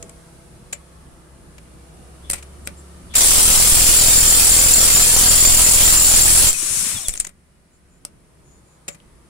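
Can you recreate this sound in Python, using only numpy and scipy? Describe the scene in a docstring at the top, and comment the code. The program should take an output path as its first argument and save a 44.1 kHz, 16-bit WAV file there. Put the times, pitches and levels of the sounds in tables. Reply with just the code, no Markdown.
"""A cordless impact wrench undoes a large nut on a steel wheel close by: about 42 blows a second set decaying
modes of socket and nut and bursts of coloured noise ringing, and overload the microphone. Before and after,
the socket clinks and squeaks on steel. Once free, the nut rasps up its thread as motor and gears race, then
coast down in falling glides. Far off, a tonal engine drones and two notes hum over noise-made traffic and hiss."""
import sys
import numpy as np
from scipy import signal
from scipy.fft import rfft, irfft, next_fast_len
from scipy.io import wavfile
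from scipy.ndimage import map_coordinates

SR = 44100
rng = np.random.default_rng(int(sys.argv[2]) if len(sys.argv) > 2 else 0)


def dump(signal):
    """Clip the signal to [-1, 1] and save it as 16-bit WAV at the path in sys.argv[1]."""
    limited = np.clip(np.atleast_2d(signal).T, -1, 1)
    pcm = np.round(limited * 32767).astype(np.int16)
    wavfile.write(sys.argv[1], SR, pcm)


N = 409688


def amp(db):
    """Level to amplitude: 20 dB is a factor of ten."""
    return 10 ** (np.asarray(db) / 20)


def unit(x):
    """Normalisation to an rms of 1."""
    return x / np.sqrt(np.mean(x ** 2) + 1e-20)


def along(points, hz):
    """Interpolation of (Hz, value) points on a logarithmic frequency axis."""
    point_hz, value = np.transpose(points)
    return np.interp(np.log(hz + 1), np.log(point_hz + 1), value)


def clock():
    """Sampling: the time of every sample in seconds."""
    return np.arange(N) / SR


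def curves(rows):
    """Linear interpolation in time of each column after the first."""
    s, *columns = np.transpose(rows)
    return [np.interp(clock(), s, column) for column in columns]


def wobble(rate):
    """Band-limited fluctuation: a smooth random curve with rate knots a second."""
    knots = rng.standard_normal(int(N * rate / SR) + 4)
    return map_coordinates(knots, [clock() * rate])


def filtered(x, response):
    """Linear filtering: the spectrum of x times a frequency response."""
    n = x.shape[-1]
    padded = next_fast_len(n + 8192)
    return irfft(rfft(x, padded) * response(np.fft.rfftfreq(padded, 1 / SR)), padded)[..., :n]


# Left-right coherence of all noise. Each row: frequency in Hz, correlation of the channels (1 is mono).
COHERENCE = [(40, 0.33), (150, 0.97), (500, 0.25), (1500, 0.09), (8000, 0.014)]


def noise(spectrum, size=N, ripple_db=0):
    """Partly coherent stereo noise of rms 1 from independent mid and side; crowded resonances ripple it."""
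    def split(hz):
        angle = np.arccos(np.clip(along(COHERENCE, hz), -1, 1)) / 2
        return amp(along(spectrum, hz)) * [np.cos(angle), np.sin(angle)]

    def ripple(hz):
        bumps = np.interp(hz, grid_hz, rng.standard_normal(len(grid_hz)))
        return amp(ripple_db * hz / (hz + 600) * bumps)

    mid, side = filtered(rng.standard_normal((2, size)), split)
    grid_hz = np.arange(0, SR / 2, 45)
    return unit(np.array([filtered(port, ripple) for port in (mid + side, mid - side)]))


def shifting(x, depth_db, width_hz, life_s):
    """Time-varying filtering: resonances of this width come and go in x; the result has rms 1."""
    hz, t, z = signal.stft(x, SR, nperseg=1024 if width_hz < 300 else 256)
    where = np.array(np.meshgrid(hz / width_hz, t / life_s, indexing="ij"))
    knots = rng.standard_normal((int(hz[-1] / width_hz) + 2, int(t[-1] / life_s) + 2))
    gain = amp(depth_db * map_coordinates(knots, where, order=2))
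    return unit(signal.istft(z * gain, SR)[1][:, :N])


def ringing(modes, t, scatter_db, detune):
    """Modal decay of struck steel: the grip shifts the modes, and each port hears its own phases."""
    hz, db, t60 = np.transpose(modes)[:, :, None]
    hz = hz * (1 + detune * rng.standard_normal(hz.shape) / t60)  # the most damped modes shift most
    decay_db = db + scatter_db * rng.standard_normal(hz.shape) - 60 * t / t60
    partials = amp(decay_db) * np.exp(2j * np.pi * hz * t)
    phases = np.exp(2j * np.pi * rng.random((2, len(hz))))
    return (phases @ partials).real


def pan(db):
    """Intensity stereo: gains of two channels that differ by db, the left one louder if positive."""
    return amp([[db / 2], [-db / 2]])


def add(track, s, sound):
    """Superposition: mixes a sound into the track from time s."""
    part = track[:, round(s * SR):][:, :sound.shape[-1]]
    part += sound[..., :part.shape[-1]]


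# Background level, offset for each layer. Each row: time in seconds, level in dB.
YARD_LEVEL = [(0, -50), (.6, -52.5), (1.3, -54.5), (2.3, -50.5), (3.1, -49.5), (7.4, -63), (7.85, -62.5),
              (8.55, -59.5), (9.29, -58.5)]
# The far engine. Each row: time in seconds, mean firing rate in Hz, level of the fundamental in dB.
ENGINE = [(0, 67, -55), (.8, 66, -48.5), (1.2, 65.15, -51), (1.7, 63.1, -46), (2.15, 64.9, -44),
          (2.35, 70.5, -38.5), (3.15, 70, -42), (7.4, 71.96, -59), (9.29, 60, -57.5)]
# Its overtones. Each row: multiple of the firing rate, mean level in dB over the background.
OVERTONES = [(2, -7.5), (2.5, -3), (3, -11.5), (5, -10.5), (5.5, -11)]
# Noise spectra of rumble, traffic, hiss and a faint steady rush.
# Each row: frequency in Hz, relative density in dB per Hz.
RUMBLE = [(12, -53), (20, -4), (65, 1.5), (79, -3.5), (97, -5.5), (161, -3), (276, -10), (352, -14),
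          (398, -18), (500, -28.5), (650, -46), (1100, -120)]
TRAFFIC = [(210, -29), (350, -4.5), (385, -6.5), (673, -8), (758, -11), (1210, -11.5), (1810, -17.5),
           (6000, -26), (7800, -55.5), (13200, -120)]
HISS = [(2350, -36), (4000, -12), (5730, -8), (7060, -5), (9660, 1.5), (11800, -10.5), (12700, -15),
        (15100, -25), (16000, -25.5)]
RUSH = [(700, -15), (1400, -3), (1900, -0.5), (2400, -2.5), (3000, -12), (6000, -24.5)]
RUMBLE_DB, HISS_DB, RUSH_DB = -10.5, -3.5, -70
RUMBLE_FOLLOW = .73  # dB of rumble for each dB of background


def yard():
    """Superposed far sources: a harmonic engine drone over filtered noise for traffic, rumble and hiss."""
    level_db, = curves(YARD_LEVEL)
    firing_hz, engine_db = curves(ENGINE)
    angle = 2 * np.pi * np.cumsum(firing_hz * (1 + 0.00798 * wobble(12))) / SR
    overtones = sum(amp(db + 3 * wobble(5)) * np.sin(k * angle) for k, db in OVERTONES)
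    engine = amp(engine_db) * np.sin(angle) + amp(level_db) * overtones
    rumble_db = RUMBLE_DB + RUMBLE_FOLLOW * level_db + 1.9 * wobble(7)
    rumble = amp(rumble_db) * noise(RUMBLE)
    moving = shifting(noise(TRAFFIC), depth_db=2.5, width_hz=60, life_s=.4)
    traffic = amp(level_db + 0.49 * wobble(1.7)) * moving
    hiss = amp(level_db + HISS_DB) * noise(HISS)
    rush = amp(RUSH_DB) * noise(RUSH)
    return engine + rumble + traffic + hiss + rush


# Two notes of a far machine. Each row: mean frequency in Hz, relative mean level in dB.
HUM_NOTES = [(482, 0), (667, -3)]
HUM_DB = -14  # settled level over the background
HUM_FADE_DB, HUM_FADE_S = 18.5, .26  # extra level at the start, and the time constant of its fall


def hum():
    """Random frequency and amplitude modulation makes two far sine tones waver."""
    notes = 0
    for hz, db in HUM_NOTES:
        phase = 2 * np.pi * np.cumsum(hz * (1 + .012 * wobble(40))) / SR
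        notes = notes + amp(db + 2 * wobble(9)) * np.sin(phase)
    fade_db = HUM_FADE_DB * np.exp(-clock() / HUM_FADE_S)
    return amp(curves(YARD_LEVEL)[0] + HUM_DB + fade_db) * notes


# Decay of the reflections. Each row: frequency in Hz, time to fall 60 dB in seconds.
ROOM_DECAY = [(200, 0.18), (2000, .16), (8000, 0.075), (15000, 0.093)]


def room(x):
    """Diffuse reflection: tyre and nearby surfaces answer as a convolution with decaying noise."""
    hz, t, z = signal.stft(rng.standard_normal((2, SR // 3)), SR, nperseg=256)
    decay = amp(-60 * t / along(ROOM_DECAY, hz)[:, None])
    tail = signal.istft(z * decay, SR, nperseg=256)[1]
    return signal.fftconvolve(x, tail / np.linalg.norm(tail[0]), axes=1)[:, :N]


# The socket sliding lightly on steel; the last row is its ring lingering after the strike at 8.88 s. Each row:
# start in seconds, length in seconds, first and last centre frequency in Hz, level in dB.
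SLIDES = [(2.228, 0.076, 3436, 3450, -53), (2.646, .03, 7400, 7900, -43), (2.758, 0.063, 7400, 7550, -50),
          (3.095, 0.067, 3450, 3460, -46.5), (6.473, .048, 7620, 7460, -12),
          (6.532, 0.037, 2600, 2480, -32), (7.71, .08, 7100, 7250, -63), (7.87, .14, 7200, 7210, -64.5),
          (8.42, 0.21, 6780, 7050, -60), (8.63, .17, 7160, 6950, -62), (8.9, .058, 7250, 7260, -46)]
HOARSE = 0.013  # modulation cutoff as a share of the first frequency


def slides():
    """Friction squeal: sliding contact excites one resonance, a carrier modulated by slow noise; a lingering
    ring is made the same way."""
    out = np.zeros((2, N))
    for s, length, from_hz, to_hz, db in SLIDES:
        n = round(length * SR)
        phase = 2 * np.pi * np.cumsum(np.linspace(from_hz, to_hz, n)) / SR
        lowpass = lambda hz: 1 / (1 + 1j * hz / (HOARSE * from_hz))
        a, b = filtered(rng.standard_normal((2, 2, n)), lowpass)
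        squeak = unit(a * np.cos(phase) + b * np.sin(phase))
        add(out, s, amp(db) * np.sqrt(np.hanning(n)) * squeak * pan(3))
    return out


# Low thuds as the tool jolts and the spinning socket wobbles.
# Each row: start in seconds, frequency in Hz, initial level in dB.
JOLTS = [(0.035, 400, -38), (2.2995, 24, -23), (2.334, 24, -28.5), (6.628, 330, -30.5), (6.77, 150, -26),
         (6.828, 201, -30), (6.866, 220, -30.5), (6.943, 130, -30), (6.964, 190, -28), (7.084, 24, -11),
         (7.2, 24, -22), (8.887, 200, -36)]


def jolts():
    """Damped oscillation: each jolt is one low sine that dies exponentially."""
    out, t = np.zeros((2, N)), np.arange(SR // 4) / SR
    for s, hz, db in JOLTS:
        add(out, s, -amp(db) * np.sin(2 * np.pi * hz * t) * amp(-60 * t / 0.046))
    return out


# The socket touching nut and stud. Each row: start in seconds, clink level in dB, clink centre in Hz,
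# knock, ring and disc levels in dB, contact time constant in seconds.
CLINKS = [(0.0258, -30, 7200, -38.5, -55, -44, .0015), (0.094, -37, 8100, -47, -53, -64, .0016),
          (0.7255, -30, 7290, -45, -38, -60, .0022), (0.7281, -22, 7600, -27, -28, -38, .0026),
          (1.581, -56, 8030, -41, -66, -60, .002), (2.2955, -32, 8700, -42, -50, -60, .002),
          (2.2988, -13.5, 8700, -23.5, -36.5, -42, .0018), (2.3105, -14, 8900, -31, -43, -50, .0014),
          (2.3192, -20, 8800, -35, -48, -54, .0011), (2.3318, -19, 8250, -24.5, -36, -38, .003),
          (2.341, -27, 8400, -31, -43.5, -43, .002), (2.35, -38, 8400, -40, -50, -48, .008),
          (2.378, -42, 8200, -44, -54, -54, .007), (2.425, -37.5, 8000, -40, -55.5, -54, .003),
          (2.667, -38, 7600, -46, -48, -62, .002), (2.673, -23.5, 8900, -22, -44, -42, .0011),
          (3.137, -33, 7600, -29, -35, -36, .008), (6.529, -11, 8250, -31.5, -23.5, -52, .0012),
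          (7.083, -8, 8300, -26, -26, -44, .0013), (7.0915, -19, 8000, -29, -23, -46, .0016),
          (7.1378, -24, 8700, -30, -44, -50, .0013), (7.152, -28, 8700, -37, -44, -56, .0012),
          (7.156, -28, 7800, -35, -45, -56, .0012), (7.169, -30, 7200, -45, -44, -62, .0012),
          (7.1755, -20.5, 6760, -36, -45, -58, .0009), (7.196, -29, 8200, -44, -48, -62, .0015),
          (7.1997, -9, 8140, -30, -21, -53, .0014), (7.206, -21, 8000, -32, -29, -56, .002),
          (7.2455, -29, 7600, -40, -48, -58, .0012), (7.2485, -25, 7200, -29, -47.5, -56, .0012),
          (7.268, -26, 7200, -36, -48, -54, .0011), (7.2715, -30, 9000, -37, -50, -56, .0012),
          (7.29, -41.5, 8600, -49, -58, -62, .0025), (8.0501, -21.5, 8700, -31.5, -52, -50, .00096),
          (8.0505, -32, 5250, -44, -56, -60, .0011), (8.8802, -26, 7800, -30, -25, -44, .0021),
          (8.885, -27, 8200, -26.5, -33, -34, .0022), (8.945, -53, 9400, -48, -65, -50, .004),
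          (9.001, -51, 3080, -60, -70, -66, .0012)]
# Clink spectrum. Each row: multiple of the clink centre, relative density in dB per Hz.
CLINK_SPECTRUM = [(.3, -26.5), (.6, -16.5), (.8, -12.5), (0.899, -4), (1, 1.5), (1.15, -6.5), (1.35, -12),
                  (1.6, -24), (2, -29)]
# Knock spectrum. Each row: frequency in Hz, relative density in dB per Hz.
KNOCK_SPECTRUM = [(70, -8), (160, 2.5), (600, -5), (1400, -2.5), (2400, 3.5), (3600, -3.5), (5400, -4),
                  (9000, -3.5), (15500, -22.5)]
# Modes of the socket, and of the wheel disc when knocked.
# Each row: nominal frequency in Hz, mean level in dB, time to fall 60 dB in seconds.
SOCKET = [(4334, -19, .11), (4613, -18, .13), (7150, -3.5, .09), (7245, -1.5, .08), (7335, -1.5, .05),
          (7480, -4, .035), (8100, -14, .08), (8530, -13, .1), (8787, -17, .16), (14880, -12.5, .13)]
DISC = [(175, 0, .1), (320, -5, .05), (580, -2.5, .13), (670, -6, .07), (1200, -1.5, .05), (1863, -7, .035),
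        (2280, -5, .04), (3000, -11, .04)]
CLINK_SIDE_DB = 3.5  # the socket is left of the microphone


def clinks():
    """Impact excitation: a brief scrape of steel, a knock in the wheel, and ringing socket and disc modes."""
    out, t = np.zeros((2, N)), np.arange(SR // 4) / SR
    mouth = [mode for mode in SOCKET if 7000 < mode[0] < 7400]
    for s, clink_db, centre_hz, knock_db, ring_db, disc_db, length in CLINKS:
        contact = t / length * np.exp(1 - t / length)  # the faces bite, then let go
        colour = [(ratio * centre_hz, db) for ratio, db in CLINK_SPECTRUM]
        scrape = amp(clink_db) * noise(colour, size=len(t))
        knock = amp(knock_db) * noise(KNOCK_SPECTRUM, size=len(t))
        ring = amp(ring_db) * ringing(mouth, t, scatter_db=2.5, detune=.0001)
        disc = amp(disc_db) * ringing(DISC, t, scatter_db=3, detune=0.0006)
        onset = 1 - np.exp(-t / length)
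        add(out, s, (contact * (scrape + knock) + (ring + disc) * onset) * pan(CLINK_SIDE_DB))
    return out


# How hard the loose nut rasps on the thread. Each row: time in seconds, level in dB.
THREAD = [(6.51, -27), (6.6, -22.5), (6.8, -19.5), (6.88, -22), (7.0, -28.5), (7.08, -33), (7.17, -41),
          (7.27, -56), (7.35, -80)]
# Noise spectra of rasp and gears. Each row: frequency in Hz, relative density in dB per Hz.
RASP = [(2060, -40), (3500, -21.5), (3850, -18), (4810, -14), (5290, -7.5), (8910, 0), (11000, -7.5),
        (12900, -18.5), (15400, -20.5), (16000, -24.5)]
GEARS = [(120, -24), (200, -7), (629, -5.5), (806, -10), (1050, -3), (1450, -1), (1750, -3), (2450, 1),
         (4500, -1), (5850, -40), (9900, -120)]
# Whine of motor and gears. Each row: multiple of the motor rate, mean level in dB at full speed off resonance.
WHINE = [(2, -47), (3, -50), (8, -52), (11, -49), (16, -56)]
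FREE_S, RELEASE_S, HALT_S = 6.51, 6.9, 7.31  # the nut breaks free, the trigger is let go, the motor stands
LOADED_HZ, FREE_HZ, RUN_UP_S = 330, 526, .1  # turns per second under load and free; time constant between
CASE_HZ, CASE_WIDTH_HZ, CASE_DB = 3480, 195, 22  # gear case resonance; its peak adds to a gain of 1
GEAR_DB, HANDLING_DB = -32, -38.5  # mean levels at full speed
GEAR_GROWTH, HANDLING_GROWTH = 2.8, 1.7  # powers of the speed


def case_gain(hz):
    """Resonance: the gear case amplifies each multiple as it falls through its band."""
    return 1 + amp(CASE_DB) * np.exp(-((hz - CASE_HZ) / CASE_WIDTH_HZ) ** 2)


def free_spin():
    """Rotation-locked sound: thread rasp, gear noise and whine follow the motor's run-up and coast-down."""
    t = clock()
    driven_hz = FREE_HZ + (LOADED_HZ - FREE_HZ) * np.exp(-np.maximum(t - FREE_S, 0) / RUN_UP_S)
    motor_hz = driven_hz * np.clip((HALT_S - t) / (HALT_S - RELEASE_S), 0, 1)  # friction brakes it evenly
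    speed = motor_hz / FREE_HZ
    running = np.clip((t - FREE_S) / 0.044 + .5, 0, 1)
    angle = 2 * np.pi * np.cumsum(motor_hz * (1 + .006 * wobble(90))) / SR
    rattle = amp(0.56 * wobble(350) + 1.4 * np.sin(angle))
    scraping = shifting(noise(RASP, ripple_db=1.5), depth_db=2.2, width_hz=120, life_s=.06)
    rasp = amp(curves(THREAD)[0]) * unit(rattle * scraping) * pan(7.9)
    tones = 0
    for k, db in WHINE:
        tone = np.sin(k * angle + rng.normal(0, 1, (2, 1)))
        tones = tones + amp(db + 1.5 * wobble(80)) * case_gain(k * motor_hz) * tone
    coasting = np.clip((t - RELEASE_S) / .05, 0, 1)  # the unloaded gears sing once the trigger is let go
    whine = coasting * speed * tones
    gears = amp(GEAR_DB + .8 * wobble(120)) * speed ** GEAR_GROWTH * noise(GEARS, ripple_db=1.5)
    lurch = amp(HANDLING_DB + 3.5 * wobble(25)) * speed ** HANDLING_GROWTH
    rumble = lurch * noise([(15, 2.5), (35, -11), (100, -8), (220, -17.0), (500, -38.0), (2000, -66.5)])
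    return running * (rasp + (gears + whine) * pan(2) + rumble)


# Spectrum of the small contacts. Each row: frequency in Hz, relative density in dB per Hz.
TICK_SPECTRUM = [(300, -12), (700, -3), (1500, -5), (3200, -3), (4500, 2), (6500, 0), (10000, 0),
                 (15000, -6)]
START_S, STOP_S = 3.153, 6.488  # first and last moment of hammering
TICKS_PER_S, TICK_DB, TICK_SPREAD_DB = 330, -27, 4  # mean rate, level of the whole train, scatter of each


def ticks():
    """Random impact train: jaws, anvil and socket chatter in their slack as dense, tiny noise bursts."""
    out, t = np.zeros((2, N)), np.arange(SR // 200) / SR
    steel = noise(TICK_SPECTRUM)
    count = round(TICKS_PER_S * (STOP_S - START_S))
    for place, size in zip(rng.random(count), rng.standard_normal(count).clip(max=2)):
        s = START_S + place * (STOP_S - START_S)
        burst = steel[:, round(s * SR):][:, :len(t)]
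        add(out, s, amp(TICK_SPREAD_DB * size - 60 * t / .004) * burst)
    return amp(TICK_DB) * out / np.std(out[:, round(START_S * SR):round(STOP_S * SR)])


BLOW_HZ, CREEP_HZ_PER_S = 41.04, .42  # the hammer creeps faster as the nut gives
LAG_HZ, SPIN_UP_S = 5.8, .06  # initial shortfall of the rate, and the time constant of its recovery


def blow_times():
    """Phase accumulation: a blow falls at each whole turn of the hammer's rising rate."""
    age = np.arange(round((STOP_S - START_S) * SR)) / SR
    rate_hz = BLOW_HZ + CREEP_HZ_PER_S * age - LAG_HZ * np.exp(-age / SPIN_UP_S)
    turns = np.cumsum(rate_hz) / SR
    return START_S + np.searchsorted(turns, np.arange(turns[-1])) / SR


KICK_HOLD_S, KICK_UNEVEN = .016, .36  # median time a kick pushes; scatter of it on a natural-log scale


def kick_push(t, ports, lag, shove):
    """Pressure step: each kick holds for an uneven time, and the two ports feel it a little apart."""
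    since = np.maximum(t - .0006 * np.abs(1 + lag + ports), 0)
    hold = KICK_HOLD_S * np.exp(KICK_UNEVEN * (shove + ports))
    return np.exp(-(since / hold) ** 2) * (1 - np.exp(-since / .0005))


# How freely the socket rings on the nut; it is damped while it binds.
# Each row: time in seconds, mean play in dB.
PLAY = [(3.16, -1), (3.3, -3), (3.5, -4.5), (3.65, -2), (3.86, -5), (3.98, 3), (4.36, 1.5), (4.44, -1.5),
        (4.5, 2.5), (4.68, -1.5), (4.77, 3), (5.21, -.5), (5.3, 1.5), (5.5, 3.5), (5.62, -1), (5.76, 2.5),
        (6.22, 0), (6.41, -6.5), (6.49, 1)]
# Modes of the nut while tight on its stud.
# Each row: nominal frequency in Hz, mean level in dB, time to fall 60 dB in seconds.
NUT = [(8530, 0, .15), (8790, 1, .25), (8900, -3, .15), (9076, -4, .15), (9324, -3.5, .15), (9776, -3, .15),
       (9943, -3, .2)]
# How strongly the nut rings; it dulls once it starts to turn. Each row: time in seconds, level in dB.
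TIGHT = [(3.16, -35), (3.4, -23), (3.88, -23), (4.0, -30.5), (6.49, -33.5)]
# Spectra of nut and anvil chattering in the socket, and of the dense ring of wheel and hammer case.
# Each row: frequency in Hz, relative density in dB per Hz.
CHATTER = [(2000, -27), (6500, -14.5), (7600, -0.5), (8350, -4), (8800, -1.5), (10000, -2), (11200, -9.5),
           (13000, -30), (16000, -23)]
WHEEL = [(150, -23.5), (400, -11), (700, -10), (1130, -9.5), (1500, -11), (2500, -8), (3200, -5.8),
         (3900, -7), (4800, -3), (6600, -2.5), (8000, -5.5), (12000, -6.5), (15500, -8)]
RING_DB, CHATTER_DB, WHEEL_DB = -9.7, -10.7, -13  # socket and nut at middling play; wheel
CHOKE_DB = 13  # ring lost when the next blow lands
CHATTER_TRADE = 0.32  # dB of chatter lost for each dB of play
ROCK_DB, ROCK_HZ = 0.94, 12  # the tool rocks in the hand: scatter of the play, knots per second
STIFFEN = .005  # share by which the socket's mouth rings higher for each dB of negative play
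KICK_DB, KICK_BUILD_S = -15.2, 0.11  # hub shaking: level, and time constant of its build-up


def hammer():
    """Repeated impact excitation: blows crack, kick the hub and ring socket, nut and wheel, no two alike."""
    play_db = curves(PLAY)[0] + ROCK_DB * wobble(ROCK_HZ)
    times = blow_times()
    t = np.arange(SR // 8) / SR
    ring, nut, kick, power = np.zeros((2, N)), np.zeros((2, N)), np.zeros((2, N)), np.zeros((3, N))
    decay = amp(-60 * t / np.array([[.008], [.13], [.19]]))  # crack, chatter, wheel
    # the next blow presses the socket against the nut and chokes its ring
    choke = amp(-CHOKE_DB * np.clip((t - 1 / BLOW_HZ) / .003 + 1, 0, 1))
    held = choke[SR // 90:]  # a bounce is nearer to that blow
    chances = rng.standard_normal((len(times), 9))
    for s, (late, force, bite, left, right, slack, rebound, shove, lag) in zip(times, chances):
        build = 1 - np.exp(-(s - START_S) / KICK_BUILD_S)
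        sharp = 1 + STIFFEN * max(0, -play_db[round(s * SR)])
        modes = [(hz * sharp if 7000 < hz < 7800 else hz, db, t60) for hz, db, t60 in SOCKET]
        s += .00012 * late
        struck = ringing(modes, t, scatter_db=2.0, detune=.00055) * (1 - np.exp(-t / 0.001))
        add(ring, s + .0025, amp(2.4 * bite) * choke * struck)
        add(nut, s, ringing(NUT, t, scatter_db=2.5, detune=.0001))
        strength_db = np.array([[2.8 * force], [-2.2 * bite], [1.3 * force]])
        add(power, s, (amp(strength_db) * decay) ** 2)
        # the loose socket bounces back against the nut about halfway to the next blow
        bounce = s + .0115 + .003 * slack
        add(power, bounce, (amp(-3.5 - 2 * rebound) * decay * [[.7], [1], [1]]) ** 2)
        again = ringing(modes, t[:len(held)], scatter_db=2.5, detune=.0007)
        add(ring, bounce, amp(-5.5 + 3.3 * rebound) * held * again)
        ports = np.array([[left], [right]])
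        add(kick, s, build * amp(2.5 * (force / 3 + ports)) * kick_push(t, ports, lag, shove))
    crack, chatter, wheel = np.sqrt(power)  # overlapping decays add as power
    rattle = shifting(noise(CHATTER), depth_db=2.0, width_hz=895, life_s=.024)
    # what does not ring the socket rattles the nut
    steel = amp(RING_DB + play_db) * ring + amp(curves(TIGHT)[0]) * nut
    steel += amp(CHATTER_DB - CHATTER_TRADE * play_db) * chatter * rattle
    # the wheel's colour shifts in fine and in broad bands
    wheel_ring = shifting(noise(WHEEL, ripple_db=1.0), depth_db=3.4, width_hz=65, life_s=.07)
    body = amp(WHEEL_DB) * wheel * shifting(wheel_ring, depth_db=1.0, width_hz=800, life_s=.012)
    snap_noise = noise([(100, -9.5), (400, 7), (1100, -3), (1600, -10), (4000, -10), (9000, -6), (15000, -3)])
    snap = amp(-17) * crack * snap_noise
    shake_noise = noise([(10, 6.0), (30, -5.5), (70, -4.0), (160, -15), (600, -16.0), (2000, -50.5)])
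    shake = amp(-25) * wheel * shake_noise
    kick = filtered(kick, lambda hz: 1j * hz / (1j * hz + 5))  # high-pass at 5 Hz
    thump = amp(KICK_DB) * kick * pan(-2.1)
    return steel * pan(1.8) + body + ticks() + snap + shake + thump


def scene():
    """Superposition of the far yard, the touches with their reflections, and the wrench at the wheel."""
    touches = clinks() + jolts() + slides()
    background = yard() + hum()
    return background + touches + amp(-10) * room(touches) + free_spin() + hammer()


TOP_HZ = 15780  # middle of the cutoff slope


def record(dry):
    """Saturation: the overloaded microphone flattens peaks; a band limit then cuts the extremes."""
    ceiling = amp(-4.5)
    squashed = dry / (1 + np.abs(dry / ceiling) ** 3) ** (1 / 3)

    def band(hz):
        top = np.clip((TOP_HZ - hz) / 200 + .5, 0, 1)
        return top * 1j * hz / (1j * hz + 3)  # high-pass at 3 Hz

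    return filtered(squashed, band)


dry = scene()
out = record(dry)
dump(out)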